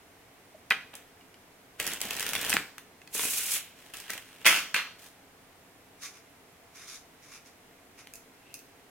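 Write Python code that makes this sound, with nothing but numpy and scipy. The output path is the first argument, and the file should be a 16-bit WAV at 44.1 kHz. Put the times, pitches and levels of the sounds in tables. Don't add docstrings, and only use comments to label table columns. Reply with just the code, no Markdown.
import sys
import numpy as np
from scipy import signal
from scipy.fft import rfft, irfft, next_fast_len
from scipy.io import wavfile
from scipy.ndimage import uniform_filter1d, minimum_filter1d

SR = 44100
rng = np.random.default_rng(int(sys.argv[2]) if len(sys.argv) > 2 else 0)


def master_out(mix):
    frames = np.transpose(np.atleast_2d(mix))
    ceiling = np.clip(frames, -1, 1)
    pcm = np.round(ceiling * 32767).astype(np.int16)
    wavfile.write(sys.argv[1], SR, pcm)


N = 392479

# [f/Hz, level/dB]
EDGE_SPECTRUM = [(1500, -20), (3500, -6), (6000, 0.5), (10000, 0.5), (16000, -4.5)]
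FACE_SPECTRUM = [(300, -13), (900, -8.5), (1300, -5), (1700, 0.5), (2100, -1), (2550, 0.5), (3200, -1.5),
                 (4200, -13.5), (8000, -56.5)]
THUD_SPECTRUM = [(20, -26.5), (60, -5.5), (190, -1.5), (300, 1), (560, -1), (1000, -4.5), (2500, -36.5)]
SLAP_SPECTRUM = [(1500, -15.5), (4000, -2), (6000, -5.5), (10000, -8), (16000, -16)]
THUMP_SPECTRUM = [(20, -47.5), (50, -27), (100, -14), (190, -1.5), (330, -4), (570, 0.5), (850, -4),
                  (1500, -2), (3000, -25.5)]
# [t/s, length/s, first effort/dB, last effort/dB]
RIFFLE_RUNS = [(1.798, 0.14, -2.5, 1), (2.012, 0.55, -3.5, 2.5)]


def amp(db):
    return 10 ** (np.asarray(db) / 20)


def unit(x):
    return x / np.sqrt(np.mean(x ** 2) + 1e-20)


def along(points, hz):
    freqs, values = np.transpose(points)
    return np.interp(np.log(hz + 1), np.log(freqs), values)


def add(track, s, sound):
    part = track[..., round(s * SR):][..., :sound.shape[-1]]
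    part += sound[..., :part.shape[-1]]


def filtered(x, response):
    size = next_fast_len(N + 8192)
    return irfft(rfft(x, size) * response(np.fft.rfftfreq(size, 1 / SR)), size)[..., :N]


def resonance(hz, centre_hz, width_hz):
    return 1j * hz * width_hz / (centre_hz ** 2 - hz * hz + 1j * hz * width_hz)


def colour(x, spectrum, size=4096):
    cepstrum = irfft(np.log(amp(along(spectrum, np.fft.rfftfreq(size, 1 / SR)))))
    cepstrum[1:size // 2] *= 2
    cepstrum[size // 2 + 1:] = 0
    kernel = irfft(np.exp(rfft(cepstrum)))
    return signal.oaconvolve(x, kernel[None] / np.linalg.norm(kernel), axes=1)[:, :N]


def fade(t, t60):
    return np.exp(-np.log(1000) * t / t60)


def swell(s, length, attack, release):
    t = np.arange(N) / SR - s
    return -60 * np.clip(np.maximum(-t / attack, (t - length) / release), 0, 2)


def strokes(rows, attack, release):
    levels = [swell(s, length, attack, release) + np.array(dbs)[:, None] for s, length, *dbs in rows]
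    return amp(np.max(levels, axis=0))


def uneven(start, length, per_s):
    draws = rng.random((64, 2))
    gone = (np.arange(len(draws)) + draws[:, 0]) / (per_s * length)
    luck = (draws[:, 1] - 0.5) * np.sqrt(12)
    return np.column_stack([start + gone * length, gone, luck])[gone < 1]


def burst(t60, rise, grit_db=3):
    t = np.arange(SR // 8) / SR
    shape = fade(t, t60) * (1 - np.exp(-t / rise))
    grit = amp(grit_db * np.repeat(rng.standard_normal(len(t)), 8)[:len(t)])
    puff = rng.standard_normal((2, len(t))) * shape * grit
    return puff * np.linalg.norm(shape) / np.linalg.norm(puff, axis=1, keepdims=True)


def friction(per_s, rough_db):
    grip = np.interp(np.arange(N) * per_s / SR, np.arange(N), rng.standard_normal(N))
    return unit(rng.standard_normal((2, N)) * amp(rough_db * grip))


def stereo(mid_side, width):
    mid = mid_side[0]
    side = filtered(mid_side[1], lambda hz: amp(along(width, hz)))
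    return np.array([mid + side, mid - side])


def room_tone():
    # [f/Hz, level/dB]
    air_spectrum = [(12, -53), (20, -11), (68, -9.5), (91, -3.5), (216, -8), (277, -0.5), (301, -6),
                    (446, -4), (513, -8), (698, -8), (1260, -12.5), (2080, -11.5), (4540, -22.5),
                    (12800, -23.5), (16000, -28)]
    # [f/Hz, width/Hz, level/dB]
    modes = [(100, 11.7, -9.5), (186, 22, 2), (271, 20, 2.5), (452, 55, 1), (673, 55, 3)]
    # [f/Hz, side gain/dB]
    width = [(60, -23.5), (110, -14.5), (200, -11), (380, -9.5), (700, -7), (1290, -2), (2380, -3.5),
             (4400, 2), (8120, 0), (15000, -2)]
    ringing = lambda hz: sum(amp(db) * resonance(hz, centre, band) for centre, band, db in modes)
    drone = unit(filtered(rng.standard_normal((2, N)), ringing))
    air = colour(rng.standard_normal((2, N)), air_spectrum)
    return amp(-57.5) * stereo(amp(-1.34) * air + amp(-9) * drone, width)


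def room_tail(gap_s=0.0028, early_db=3, early_t60=0.14):
    # [f/Hz, t60/s]
    decay_times = [(150, 0.44), (500, 0.57), (1400, 0.42), (2500, 0.39), (5000, 0.54), (10000, 0.35),
                   (16000, 0.48)]
    hz, t, noise = signal.stft(rng.standard_normal((2, SR * 3 // 4)), SR, nperseg=256)
    decay = fade(t, along(decay_times, hz)[:, None]) + amp(early_db) * fade(t, early_t60)
    tail = signal.istft(noise * decay, SR, nperseg=256)[1]
    tail *= np.clip(np.arange(tail.shape[1]) / SR / gap_s - 1, 0, 1)
    return tail / np.linalg.norm(tail[0])


def room(x):
    # [f/Hz, side gain/dB]
    width = [(100, -39), (500, -21.5), (1300, -8.5), (2400, -11.5), (4000, 2), (7000, -0.5), (15000, 1)]
    return stereo(signal.oaconvolve(x[:1], room_tail(), axes=1)[:, :N], width)


def finger_squeak(length_s=0.019):
    # [t/s, first f/Hz, last f/Hz, level/dB]
    slips = [(0.543, 673, 580, -46)]
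    track = np.zeros((2, N))
    progress = np.clip(np.arange(SR // 8) / SR / length_s, 0, 1)
    for s, first_hz, last_hz, db in slips:
        hz = first_hz + (last_hz - first_hz) * progress
        note = np.sin(2 * np.pi * np.cumsum(hz) / SR)
        add(track[0], s, amp(db) * np.sin(np.pi * progress) * note)
    return track


def marker():
    # [t/s, length/s, nib/dB, box/dB]
    writing = [(6.027, 0.036, -43, -47.5), (6.14, 0.035, -58.5, -60), (6.755, 0.1, -53.5, -56.5),
               (6.88, 0.08, -47.5, -54.5), (7.23, 0.092, -59.5, -63.5), (7.32, 0.041, -52.5, -54.5),
               (7.465, 0.004, -57, -62), (7.988, 0.016, -55, -54)]
    # [f/Hz, level/dB]
    nib_spectrum = [(2000, -27), (3100, -14), (3600, -4.5), (4300, -10.5), (5200, -4.5), (6100, -2.5),
                    (7000, -7), (8100, -15), (9400, -9), (10400, -13), (11300, -11), (12700, -23),
                    (16000, -25)]
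    box_spectrum = [(500, -38), (880, -22), (1080, 3.5), (1450, 1), (1800, 0.5), (2350, 7), (2750, 2),
                    (3200, -13), (5000, -29.5)]
    nib, box = strokes(writing, attack=0.074, release=0.2)
    drag = friction(per_s=450, rough_db=2)
    return amp(-1) * colour(nib * drag, nib_spectrum) + colour(box * drag, box_spectrum)


def box_clicks(ring_db=9):
    # [t/s, level/dB]
    flap_ticks = [(8.1365, -26.5), (8.1551, -29), (8.5411, -21.5), (8.5904, -34.5)]
    # [t/s, length/s, level/dB]
    finger_rubs = [(8.47, 0.087, -63)]
    ticks = np.zeros((2, N))
    for s, db in flap_ticks:
        add(ticks, s, amp(db - 8) * burst(t60=0.013, rise=0.00037))
    panel = lambda hz: resonance(hz, centre_hz=2650, width_hz=170)
    pressure = strokes(finger_rubs, attack=0.25, release=0.3)[0]
    drag = pressure * unit(filtered(rng.standard_normal((2, N)), panel))
    return colour(ticks, EDGE_SPECTRUM) + amp(ring_db) * filtered(ticks, panel) + drag


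def card_slides():
    # [t/s, length/s, edge/dB, face/dB]
    slides = [(0.935, 0.018, -80, -48), (1.795, 0.016, -45.5, -40), (3.76, 0.14, -57.5, -56),
              (3.94, 0.038, -45.5, -42.5), (4.02, 0.081, -53.5, -49), (4.096, 0.047, -46.5, -40),
              (4.25, 0.29, -58, -54.5), (4.99, 0.072, -52.5, -55)]
    edge, face = strokes(slides, attack=0.03, release=0.35)
    rub = friction(per_s=370, rough_db=3.5)
    return amp(-4) * (colour(edge * rub, EDGE_SPECTRUM) + colour(face * rub, FACE_SPECTRUM))


def card_drops(topple_loss_db_per_s=116, topple_t60=0.022):
    # [t/s, level/dB, t60/s, slap/dB re clap, thump/dB re clap]
    falls = [(4.446, -29, 0.055, -18, -30), (4.454, -18.5, 0.11, -7, -18.5), (4.463, -2.5, 0.023, -7, -29),
             (4.472, -9, 0.013, -9.5, -32), (4.742, -28, 0.02, 0.5, -21),
             (4.7438, -12.5, 0.017, -12.5, -34)]
    # [t/s, length/s, first level/dB, slap/dB re clap, thump/dB re clap]
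    topples = [(4.485, 0.115, -16.5, -7, -22), (4.76, 0.032, -20, -19.5, -34)]
    # [f/Hz, level/dB]
    clap_spectrum = [(40, -65), (170, -25.5), (400, -25.5), (600, -17), (1000, -14), (1300, -4),
                     (1850, -5.5), (2350, -1), (3200, -4.5), (3900, -11.5), (5000, -18.5), (6500, -22.5),
                     (12000, -41.5)]
    hits = list(falls)
    for start, length, first_db, slap_db, thump_db in topples:
        for s, _, luck in uneven(start, length, per_s=120):
            db = first_db - topple_loss_db_per_s * (s - start) + 2 * luck
            hits.append((s, db, topple_t60, slap_db, thump_db))
    clap, slap, thump = np.zeros((3, 2, N))
    for s, db, t60, slap_db, thump_db in hits:
        force = amp(db) * burst(t60, rise=0.00065, grit_db=-1)
        add(clap, s, force)
        add(slap, s, amp(slap_db) * force)
        add(thump, s, amp(thump_db) * force)
    return colour(clap, clap_spectrum) + colour(slap, SLAP_SPECTRUM) + colour(thump, THUMP_SPECTRUM)


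def card_snaps(rise=0.00021, bass_cut_hz=600):
    # [t/s, level/dB, pitch factor, ring t60/s, crack offset/dB]
    snaps = [(0.704, -28, 1.8, 0.005, 4), (0.708, -6, 1.02, 0.014, -28), (0.712, -5.5, 1, 0.0082, -34),
             (0.7183, -13.5, 0.85, 0.017, -29), (0.7222, -13.5, 1.25, 0.01, -25),
             (1.21, -50.5, 1.2, 0.033, -4), (1.342, -46, 1.23, 0.022, -6), (2.361, -23, 1.45, 0.027, -11),
             (2.5283, -10.5, 1.067, 0.015, -17.5), (2.5676, -2.5, 0.95, 0.0048, -23),
             (2.781, -32, 0.8, 0.0098, -26), (3.017, -41, 1.1, 0.019, -7), (3.075, -40, 1.06, 0.023, -2),
             (3.195, -20, 1.36, 0.0058, -13), (4.099, -29, 0.82, 0.042, -14),
             (4.134, -31.5, 1, 0.034, -12.5), (4.7442, -15, 1.02, 0.017, -22),
             (8.072, -29, 1.24, 0.0036, -14)]
    # [f/Hz, level/dB]
    modes = [(1080, -25.5), (1650, -9.5), (1900, -4.5), (2380, -3), (3050, -15.5), (3600, -24.5),
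             (4400, -31.5)]
    pops, cracks, thumps = np.zeros((3, 2, N))
    t = np.arange(SR // 8) / SR
    for s, db, pitch, t60, crack_db in snaps:
        ring = sum(amp(level) * np.exp(2j * np.pi * hz * pitch * t) for hz, level in modes)
        pop = amp(db + 1.5) * ring * fade(t, t60) * (1 - np.exp(-t / rise))
        add(pops[0], s, pop.imag)
        add(pops[1], s, amp(-3) * pop.real)
        add(cracks, s, amp(db + crack_db) * burst(t60=0.0097, rise=0.00026))
        add(thumps, s, amp(db - 18) * burst(t60, rise=0.0002))
    radiated = filtered(pops, lambda hz: (1j * hz / (bass_cut_hz + 1j * hz)) ** 2)
    return radiated + colour(cracks, SLAP_SPECTRUM) + colour(thumps, THUMP_SPECTRUM)


def bridge(attack=0.071, cushion_db_per_s=18):
    # [t/s, length/s, hiss/dB, face/dB, patter/dB]
    unloading = [(3.148, 0.41, -33.5, -39, -55.5)]
    # [t/s, half length/s, boost/dB]
    surges = [(3.23, 0.033, 2.5), (3.337, 0.0039, 3), (3.385, 0.0074, 5), (3.49, 0.008, 1),
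              (3.523, 0.005, 2.5), (3.565, 0.038, 4.5)]
    # [f/Hz, level/dB]
    hiss_spectrum = [(1500, -19), (3300, -10), (4600, -8), (6200, -1), (7900, 0.5), (9000, 0), (10500, 2),
                     (13000, -3), (16000, -6.5)]
    arch_spectrum = [(500, -22), (1100, -7), (1500, -2.5), (1800, -1.5), (2500, 5), (3200, 2.5), (4300, -6),
                     (8000, -37)]
    hiss, _, patter = strokes(unloading, attack, release=0.18)
    face = strokes(unloading, attack, release=0.51)[1]
    t = np.arange(N) / SR
    clumps = amp(sum(db / (1 + ((t - s) / length) ** 4) for s, length, db in surges))
    elapsed = np.maximum(t - unloading[0][0], 0)
    cushion = amp(-cushion_db_per_s * elapsed)
    skim = colour(hiss * clumps * friction(per_s=200, rough_db=2.5), hiss_spectrum)
    arch = colour(face * clumps * friction(per_s=200, rough_db=2), arch_spectrum)
    pile = colour(patter * cushion * clumps * friction(per_s=170, rough_db=-1), THUD_SPECTRUM)
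    return skim + amp(-3.5) * arch + pile


def riffle_scrape(edge_db=-47, face_db=-40.5, patter_db=-50):
    t = np.arange(N) / SR
    effort = np.zeros(N)
    for s, length, first_db, last_db in RIFFLE_RUNS:
        effort_db = np.interp(t, [s, s + length], [first_db, last_db])
        effort += amp(effort_db + swell(s, length, attack=0.021, release=0.25))
    rub = effort * friction(per_s=600, rough_db=4)
    patter = effort * friction(per_s=120, rough_db=6)
    scrape = amp(edge_db) * colour(rub, EDGE_SPECTRUM) + amp(face_db) * colour(rub, FACE_SPECTRUM)
    return scrape + amp(patter_db) * colour(patter, THUD_SPECTRUM)


def riffled_cards(edge_db=-28, face_db=-34.5, thud_db=-41, scatter_db=1.5):
    cards = []
    for start, length, first_db, last_db in RIFFLE_RUNS:
        for s, gone, luck in uneven(start, length, per_s=65):
            effort_db = first_db + (last_db - first_db) * gone
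            flick_db = effort_db + scatter_db * luck
            weight_db = 1.5 * effort_db - scatter_db * luck / 2
            cards.append((s, edge_db + flick_db, face_db + flick_db, thud_db + weight_db))
    return cards


def card_flicks():
    # [t/s, level/dB, face offset/dB]
    flicks = [(0.9527, -27, -19), (1.7994, -15, -2), (1.8267, -25, -18), (1.866, -15, -15),
              (1.875, -16.5, -15), (1.9342, -20, -20), (2.0041, -24.5, -5), (2.0144, -13.5, -12.5),
              (2.052, -25, -8), (2.107, -18.5, -3), (2.1322, -23, -12), (2.166, -20.5, -13),
              (2.1959, -16.5, -6.5), (2.2058, -18, -2.5), (2.2269, -18.5, -4.5), (2.2644, -18, -4),
              (2.2902, -16.5, -7.5), (2.3333, -16.5, -2), (2.3517, -16, 1), (2.4139, -18, -9),
              (2.4476, -19, -8), (2.4643, -25, 2.5), (2.495, -13, -7), (2.5014, -11.5, -9),
              (2.5189, -20, 1), (2.5383, -12.5, -14), (2.7813, -30, -3), (3.937, -30, -3.5),
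              (3.9692, -27.5, -20), (4.001, -28.5, -17), (4.1032, -18.5, -11), (4.1342, -24, -16),
              (4.1776, -29.5, -0.5)]
    # [t/s, level/dB]
    landings = [(0.9387, -38), (2.3622, -34), (2.5433, -24), (3.1502, -35), (3.194, -24.5), (3.2347, -26),
                (3.2522, -27.5), (3.268, -37), (3.566, -36.5), (4.1527, -38), (4.4143, -41.5)]
    flicked = [(s, db, db + face_db, db - 21.5) for s, db, face_db in flicks]
    landed = [(s, db - 1, db + 3, db) for s, db in landings]
    edge, face, thud = np.zeros((3, 2, N))
    for s, edge_db, face_db, thud_db in flicked + landed + riffled_cards():
        add(edge, s, amp(edge_db - 2) * burst(t60=0.012, rise=0.00089, grit_db=1.5))
        add(face, s, amp(face_db - 3) * burst(t60=0.016, rise=0.0007))
        add(thud, s, amp(thud_db) * burst(t60=0.015, rise=0.0006))
    return colour(edge, EDGE_SPECTRUM) + colour(face, FACE_SPECTRUM) + colour(thud, THUD_SPECTRUM)


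def scene():
    flicks, snaps, drops, clicks = card_flicks(), card_snaps(), card_drops(), box_clicks()
    rubs = card_slides() + riffle_scrape() + bridge() + marker() + finger_squeak()
    # [f/Hz, side gain/dB]
    width = [(100, -43.5), (1000, -22.5), (2000, -17.5), (3000, -5), (4200, 2), (8000, -4.5),
             (11000, -16.5), (15000, -3)]
    direct = stereo(flicks + snaps + drops + clicks + rubs, width)
    hands = amp(-5) * flicks + amp(-3.5) * clicks + amp(-10.5) * rubs
    reverb = room(hands) + room(amp(-6.5) * snaps) + room(amp(1) * drops)
    return direct + reverb + room_tone()


def record(dry, ceiling=0.76, hold_s=0.003, top_hz=16100):
    capsules = dry * amp([[-0.3], [0.3]])
    needed_gain = np.minimum(1, ceiling / (np.abs(capsules).max(axis=0) + 1e-9))
    span = max(round(hold_s * SR), 1)
    gain = uniform_filter1d(minimum_filter1d(needed_gain, span), span)
    return filtered(capsules * gain, lambda hz: hz < top_hz)


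dry = scene()
out = record(dry)
master_out(out)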